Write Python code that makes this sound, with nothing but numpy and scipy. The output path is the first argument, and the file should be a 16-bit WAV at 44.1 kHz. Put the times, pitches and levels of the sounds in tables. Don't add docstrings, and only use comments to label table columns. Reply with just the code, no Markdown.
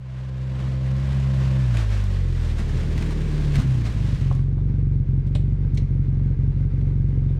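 import sys
import numpy as np
from scipy import signal
from scipy.fft import rfft, irfft
from scipy.io import wavfile
from scipy.ndimage import uniform_filter1d

SR = 44100
rng = np.random.default_rng(int(sys.argv[2]) if len(sys.argv) > 2 else 0)


def convert_level_to_amplitude(level_db):
    exponent = np.asarray(level_db, float) / 20
    return 10 ** exponent


def waveform_to_disk(signal):
    frames = np.transpose(np.atleast_2d(signal))
    scaled = np.clip(frames, -1, 1) * 32767
    samples = np.round(scaled).astype(np.int16)
    wavfile.write(sys.argv[1], SR, samples)


N = 325899
T = np.arange(N) / SR

# [t/s, firing pairs/(1/s)]
ENGINE_SPEED = [(0.0, 64.42), (0.88, 65.06), (1.06, 67.6), (1.6, 65.23), (1.85, 52.83), (2.28, 44.03),
                (2.75, 34.55), (2.77, 39.45), (3.04, 39.23), (3.54, 35.92), (4.02, 24.29), (4.31, 21.97),
                (4.67, 23.62), (5.13, 22.47), (5.56, 23.78), (6.05, 22.65), (6.65, 23.09), (7.39, 22.6)]
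# [t/s, opening 0-1]
THROTTLE = [(0, 0.54), (.8, 0.86), (1.1, 0.48), (1.55, 0.65), (1.75, .02), (2.5, 0.3), (2.8, 0.79),
            (3.1, 0.99), (3.5, 0.96), (3.9, 0.42), (4.4, 0.31), (7.39, 0.29)]
# [t/s, distance/m]
DISTANCE = [(0, 66), (1.6, 29.5), (2.3, 4.2), (3, 3), (4.1, 4.72), (7.39, 3.8)]
# [f/Hz, level/dB]
SILENCER = [(35, -24), (52, -22), (68, -24.5), (105, -24.5), (131, -17.5), (154, -36.5), (197, -23.5),
            (260, -50.5)]
# [multiple, level/dB, gain at full throttle/dB]
LOW_ORDERS = [(1, 2.2, -2.5), (2, 3.04, -5), (3, -6.5, -4.5), (4, -15.5, 24.5)]
# [multiple, level/dB]
UPPER_ORDERS = [(5, -1.5), (6, -10), (7, -11.5), (8, -3), (9, -7), (10, -6.5), (11, -8), (12, -10)]
# [f/Hz, level/dB]
BLOCK_COLOUR = [(160, -3), (280, -6.5), (343, -9), (419, -6.5), (570, -4.5), (729, -17.5), (806, -23),
                (1250, -30.5), (1610, -31.5), (1810, -36), (2140, -31.5), (2700, -40), (5950, -50.5),
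                (15500, -76)]
# [f/Hz, width/Hz, level/dB]
COVERS = [(880, 19, -3.5), (1590, 36, -0.5), (1980, 150, -12.5), (3600, 160, -16.5), (4120, 90, -18.5)]
# [t/s, crunch/dB, chassis jolt/dB, half length/s]
RUTS = [(0.18, 4, -5, 0.21), (2.287, -2, -11, 0.14), (0.637, 4, 10.5, 0.11), (1.075, 2, 7.5, 0.13),
        (1.48, 2.5, 3.5, 0.19), (1.787, 7.5, 5.5, 0.058), (1.949, 5, -2, 0.056), (2.44, 2.5, 3, 0.027),
        (2.602, 4, 8.5, 0.019), (2.77, 2, 1, 0.053), (3.028, 2, -0.5, 0.079), (3.4, 2, 3.5, 0.14),
        (3.553, 7, 2, 0.017), (3.599, 5, 19, 0.035), (3.868, 6.5, -2, 0.02), (4.19, 0, 4, 0.027)]
# [f/Hz, level/dB]
SNOW_COLOUR = [(190, -34.5), (320, -1.5), (496, -6.5), (556, -2), (781, -8.5), (1030, -6), (1340, -9.5),
               (1620, -7), (2730, -11), (3710, -13), (7960, -23.5), (9990, -29.5), (11400, -39),
               (12500, -34), (15500, -49)]
# [t/s, peak level/dB, centre f/Hz]
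SNAPS = [(1.77, -18.5, 2430), (1.7974, -30, 1100), (2.587, -33, 1900), (2.6943, -28.5, 1680),
         (2.978, -21.5, 2200), (3.023, -21.5, 2160), (3.057, -30, 1680), (3.1076, -24.5, 980),
         (2.039, -27.5, 653), (1.09, -28.5, 560), (.965, -29.5, 520), (1.2, -30, 560), (2.6, -28, 600),
         (3.1448, -36, 1900), (3.5553, -15.5, 2050), (3.5647, -25.5, 2010), (3.5998, -24, 1090),
         (3.6064, -41, 947), (3.6188, -27.5, 1510), (3.09, -30, 2000), (4.3266, -31.5, 1060),
         (4.3505, -35.5, 964), (4.3824, -45, 920)]
# [f/Hz, t60/s, swing from first cylinder, swing from second]
PIPE_MODES = [(38.4, 0.12, 0.082, 0.17), (69.4, 0.06, -0.45, -0.32), (129.4, 0.18, 0.19, 0.11),
              (152.9, 0.13, -0.087, -0.041), (175.3, 0.041, 0.17, -0.032), (241.3, 0.078, 0.0032, 0.0023),
              (254.6, 0.023, 0.038, .008), (365, 0.015, 0.0024, 0.031), (390, 0.021, -0.026, -0.00067)]
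# [t/s, level/dB]
POPS = [
    (2.704, -6),
    (2.754, -2),
    (2.777, -10),
    (2.831, -10.5),
    (2.981, -5.5),
    (3.739, -4.5),
]
# [t/s, share of the blow left]
MISSES = [(3.927, .02), (4.173, .05), (5.045, 0.16), (5.223, 0.24), (5.567, .4), (5.694, 0.21),
          (5.865, 0.2), (6.041, 0.42), (6.348, 0.097), (6.523, 0.19), (6.695, 0.16), (7.35, 0.5)]
# [t/s, peak level/dB]
LEVER_KNOCKS = [
    (4.311, -24),
    (4.581, -36),
    (4.746, -47.5),
]
# [f/Hz, level/dB, t60/s]
LEVER_MODES = [(430, -3, .07), (600, -3, .06), (760, 0, .04), (880, -1, .035), (1030, -1, .035),
               (1200, -5, .03)]
# [t/s, peak level/dB, low thud/dB, handle share against striker, brightest f/Hz]
LATCH_CLACKS = [
    (5.266, -48.5, 0, .6, 4590),
    (5.348, -31, -1.5, 0.7, 3270),
    (5.518, -66, -14, 0.84, 6600),
    (5.744, -47, -31, 0.089, 7400),
    (5.771, -31, -15, 0.079, 3810),
    (6.192, -52.5, 6.5, .3, 2200),
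    (6.6, -57, -1, 0.44, 4000),
    (6.808, -46.5, -2.5, 0.21, 2470),
]
# [f/Hz, level/dB]
DOOR_COLOUR = [(470, -33), (800, 2), (1180, -7.5), (2410, -7), (2790, -14), (3490, -1), (4910, -15.5),
               (8640, -28.5), (15000, -52)]
# [f/Hz, width/Hz, level/dB]
HANDLE = [(1550, 700, 9), (2950, 1200, 5.5), (3660, 160, 5.5), (7140, 520, 3), (7600, 300, 5.5),
          (8510, 200, 12.5), (12000, 900, 0)]
# [f/Hz, width/Hz, level/dB]
STRIKER = [(1400, 760, 6.5), (2200, 330, 13), (3100, 900, -1.5), (4060, 300, 2.5), (5560, 1200, 0.5),
           (8200, 900, -10.5)]

START_PAIRS = 0.29
ORDERS_DB, UPPER_DB, UPPER_LOAD_DB, WAVER_DB = -2, -53, 10.5, 0.8
SMEAR = 0.45
LOPE_SHUT, LOPE_OPEN, THIRD_LAG = 0.9, 3.4, 0.9
BLOW_LOAD_DB, SHARP_LOAD_DB, EVENING = -1, 8.5, 0.25
IDLE_DB, SECOND_SHARE, IDLE_FROM_S, SETTLE_S = -19, 0.94, 3.58, 0.072
BLOCK_DB, BLOCK_LOAD_DB = -47.5, 5
RUMBLE_DB, RUMBLE_NEAR = -36.5, 0.2
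CRUNCH_DB, CRUNCH_NEAR, STOP_S, SKID_S = -48, 0.017, 4.498, 0.32
NEAR_M, AIR_DB_PER_OCTAVE_M = 8.6, 0.04
RATTLE_T60_S = 0.27
FADE_LEAD_S, FADE_S = 0.21, 1.416


def evened(x):
    return x / np.sqrt(np.mean(x ** 2) + 1e-20)


def curve(rows):
    rows = np.array(rows)
    return np.interp(T, rows[:, 0], rows[:, 1])


def add(mix, s, sound):
    part = mix[round(s * SR):][:len(sound)]
    part += sound[:len(part)]


def coloured(x, points):
    f, db = np.transpose(points)
    hz = np.fft.rfftfreq(len(x), 1 / SR)
    gain_db = np.interp(np.log(hz + 1), np.log(f + 1), db)
    return irfft(rfft(x) * convert_level_to_amplitude(gain_db), len(x))


def ring(hz, t60, size=8000):
    t = np.arange(size) / SR
    return convert_level_to_amplitude(-60 * t / t60) * np.sin(2 * np.pi * hz * t)


def resonate(x, hz, width):
    return signal.lfilter(*signal.iirpeak(hz, hz / width, SR), x)


def resonate_twice(x, hz, width):
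    return resonate(resonate(x, hz, width), hz, width)


def drift(seconds):
    size = round(seconds * SR)
    return evened(uniform_filter1d(uniform_filter1d(rng.standard_normal(N), size), size))


def nearness():
    return 20 * np.log10(DISTANCE[-1][1] / curve(DISTANCE))


def ruts(column):
    return sum(row[column] * np.exp(-((T - row[0]) / row[3]) ** 2) for row in RUTS)


def rolling():
    return np.clip((STOP_S - T) / SKID_S, 0, 1)


def idling():
    return np.clip((T - IDLE_FROM_S) / SETTLE_S, 0, 1)


def crank():
    return START_PAIRS + np.cumsum(curve(ENGINE_SPEED)) / SR


def crank_orders(pairs):
    angle, hz, load = 2 * np.pi * (pairs - 0.5), curve(ENGINE_SPEED), curve(THROTTLE)
    f, through = np.transpose(SILENCER)
    lope = LOPE_SHUT + (LOPE_OPEN - LOPE_SHUT) * np.sqrt(load)
    low = 0
    for (k, db, load_db), shift in zip(LOW_ORDERS, [lope, 0, -THIRD_LAG, 0]):
        silencer_db = np.interp(np.log(k * hz), np.log(f), through)
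        level_db = db + load * load_db + silencer_db + WAVER_DB * drift(0.012)
        low = low + convert_level_to_amplitude(level_db) * np.cos(k * angle + shift)
    high = 0
    for k, db in UPPER_ORDERS:
        silencer_db = -np.clip(k * hz - 540, 0, None) / 14
        level_db = db * (1 - EVENING * load ** 2) + silencer_db + 4 * (1 - load) * drift(0.05)
        high = high + convert_level_to_amplitude(level_db) * np.cos(k * angle - SMEAR * k ** 2)
    whine = np.clip((hz - 56) / 6, 0, 1) * convert_level_to_amplitude(-12 + 3 * drift(0.04))
    whine = whine * np.cos(16 * angle + 1.3 * drift(0.015))
    settling = np.clip((4.25 - T) / 0.17, 0, 1)
    low = (1 - idling()) * convert_level_to_amplitude(ORDERS_DB) * low
    high = settling * convert_level_to_amplitude(UPPER_DB + UPPER_LOAD_DB * load) * (high + whine)
    return np.sqrt(2) * (low + high)


def block(pairs):
    puff = 0.57 + uniform_filter1d(np.exp(-((pairs - 0.3) % 1) / 1.2), size=200)
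    ticks = 1 + 0.35 * np.exp(-((4 * pairs) % 1) / 0.11) + 0.083 * puff
    air = convert_level_to_amplitude(1.1 * drift(0.032)) * rng.standard_normal(N)
    low = signal.sosfilt(signal.butter(2, 600, fs=SR, output="sos"), evened(puff * air))
    high = signal.sosfilt(signal.butter(2, 600, "high", fs=SR, output="sos"), evened(ticks * air))
    body = coloured(low + high, BLOCK_COLOUR)
    body /= np.std(resonate(body, 450, 320))
    covers = sum(convert_level_to_amplitude(db + 5.8 * drift(0.04)) * resonate(high, hz, width) for hz, width, db in COVERS)
    level_db = BLOCK_DB + nearness() + BLOCK_LOAD_DB * curve(THROTTLE)
    return convert_level_to_amplitude(level_db) * (body + convert_level_to_amplitude(-6.0) * covers)


def chassis():
    colour = [(14, -32), (32, 2), (150, 4.5), (250, -2), (400, -61)]
    rumble = evened(coloured(rng.standard_normal(N), colour))
    return convert_level_to_amplitude(RUMBLE_DB + RUMBLE_NEAR * nearness() + ruts(column=2)) * rolling() * rumble


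def tyres():
    clumps = convert_level_to_amplitude(1.17 * drift(0.012))
    struck = rng.random(N) < 2500 / SR
    strength = convert_level_to_amplitude(3.0 * np.minimum(rng.exponential(1, N), 5))
    breaks = struck * strength * rng.choice([-1, 1], N)
    hiss = rng.standard_normal(N)
    crunch = coloured(clumps * (0.53 * evened(breaks) + 0.93 * hiss), SNOW_COLOUR)
    band = signal.sosfilt(signal.butter(2, [1500, 9000], "band", fs=SR, output="sos"), crunch)
    hz, t, z = signal.stft(crunch / np.std(band), SR, nperseg=512)
    octaves = np.log2(np.clip(hz, 700, None) / 2500)[:, None]
    tilt_db = AIR_DB_PER_OCTAVE_M * (NEAR_M - np.interp(t, *np.transpose(DISTANCE))) * octaves
    out = signal.istft(z * convert_level_to_amplitude(tilt_db), SR, nperseg=512)[1][:N]
    return out * convert_level_to_amplitude(CRUNCH_DB + CRUNCH_NEAR * nearness() + ruts(column=1)) * rolling()


def forest(x):
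    taps = np.zeros(SR // 2)
    at = np.arange(500, len(taps) - 30, 30)
    taps[at + rng.integers(0, 30, len(at))] = rng.choice([-1., 1.], len(at))
    taps *= convert_level_to_amplitude(-60 * np.arange(len(taps)) / SR / 0.35)
    return signal.oaconvolve(x, taps / np.linalg.norm(taps))[:N]


def snaps():
    out, t = np.zeros(N), np.arange(2000) / SR
    envelope = np.minimum(t / 0.00063, 1) * convert_level_to_amplitude(-60 * t / 0.022)
    for s, db, hz in SNAPS:
        noise = rng.standard_normal(len(t))
        grit = resonate_twice(noise, 3300, 5000)
        snap = (resonate_twice(noise, hz, 900) + 0.22 * grit) * envelope
        add(out, s, convert_level_to_amplitude(db - 6.5) * snap / abs(snap).max())
    return out


def pops():
    out = np.zeros(N)
    pop = sum(swing * ring(hz, 0.5 * t60) for hz, t60, swing, _ in PIPE_MODES)
    for s, db in POPS:
        add(out, s, convert_level_to_amplitude(db) * pop)
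    return out


def idle_blows(pairs):
    uneven, load = 1 + 0.12 * rng.standard_normal((2, N)), curve(THROTTLE)
    first = np.diff(np.floor(pairs - 0.272), prepend=-1) * uneven[0]
    second = np.diff(np.floor(pairs - 0.75), prepend=-1) * uneven[1]
    second = second * (SECOND_SHARE + (1 - SECOND_SHARE) * load)
    for s, left in MISSES:
        first = first * np.where(abs(T - s) < 0.014, left, 1)
    sharp, out = convert_level_to_amplitude(SHARP_LOAD_DB * load), 0
    for hz, t60, swing, swing_second in PIPE_MODES:
        drive = (swing * first + swing_second * second) * (sharp if hz > 100 else 1)
        out = out + signal.oaconvolve(drive, ring(hz, t60, size=16000))[:N]
    out = uniform_filter1d(out, size=70)
    level = np.sqrt(uniform_filter1d(uniform_filter1d(out ** 2, size=16000), size=16000))
    return idling() * convert_level_to_amplitude(IDLE_DB + BLOW_LOAD_DB * load) * out / level


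def gear_lever():
    out, t = np.zeros(N), np.arange(8000) / SR
    for s, db in LEVER_KNOCKS:
        tune = rng.uniform(0.88, 1.037, len(LEVER_MODES))
        knock = sum(convert_level_to_amplitude(d) * ring(f * k, t60) for (f, d, t60), k in zip(LEVER_MODES, tune))
        add(out, s, convert_level_to_amplitude(db - 4.5) * np.minimum(t / 0.0013, 1) * knock)
    return out


def door_latch():
    out, t = np.zeros(N), np.arange(8000) / SR
    thud = ring(587, 0.07) + 0.7 * ring(450, 0.07) + 0.6 * ring(780, 0.04) + 0.4 * ring(1000, 0.03)
    for s, db, thud_db, share, hz in LATCH_CLACKS:
        tail = 0.12 * convert_level_to_amplitude(-60 * t / (RATTLE_T60_S * max(share, 0.2)))
        shake = rng.standard_normal(len(t)) * np.minimum(t / 0.006, 1) * (convert_level_to_amplitude(-60 * t / 0.06) + tail)
        handle = sum(convert_level_to_amplitude(d) * resonate(shake, f, w) for f, w, d in HANDLE)
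        striker = sum(convert_level_to_amplitude(d) * resonate(shake, f, w) for f, w, d in STRIKER)
        clack = share * handle + (1 - share) * striker + 0.42 * coloured(shake, DOOR_COLOUR)
        clack = resonate_twice(clack, hz, 1.4 * hz)
        add(out, s, convert_level_to_amplitude(db) * clack / abs(clack).max())
        add(out, s + 0.006, convert_level_to_amplitude(db + thud_db) * thud)
    return out


def scene():
    pairs = crank()
    engine = crank_orders(pairs) + block(pairs) + pops() + idle_blows(pairs)
    bright = tyres() + snaps() + gear_lever() + door_latch()
    return (engine + chassis() + bright + convert_level_to_amplitude(-11.5) * forest(bright))[None]


def low_pass(x):
    return signal.sosfilt(signal.butter(12, 15640, fs=SR, output="sos"), x)


def record(dry):
    dry = dry * np.clip((T + FADE_LEAD_S) / FADE_S, 0, 1)
    mix = signal.sosfiltfilt(signal.butter(2, 17, "high", fs=SR, output="sos"), dry)
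    return low_pass(mix)


dry = scene()
out = record(dry)
waveform_to_disk(out)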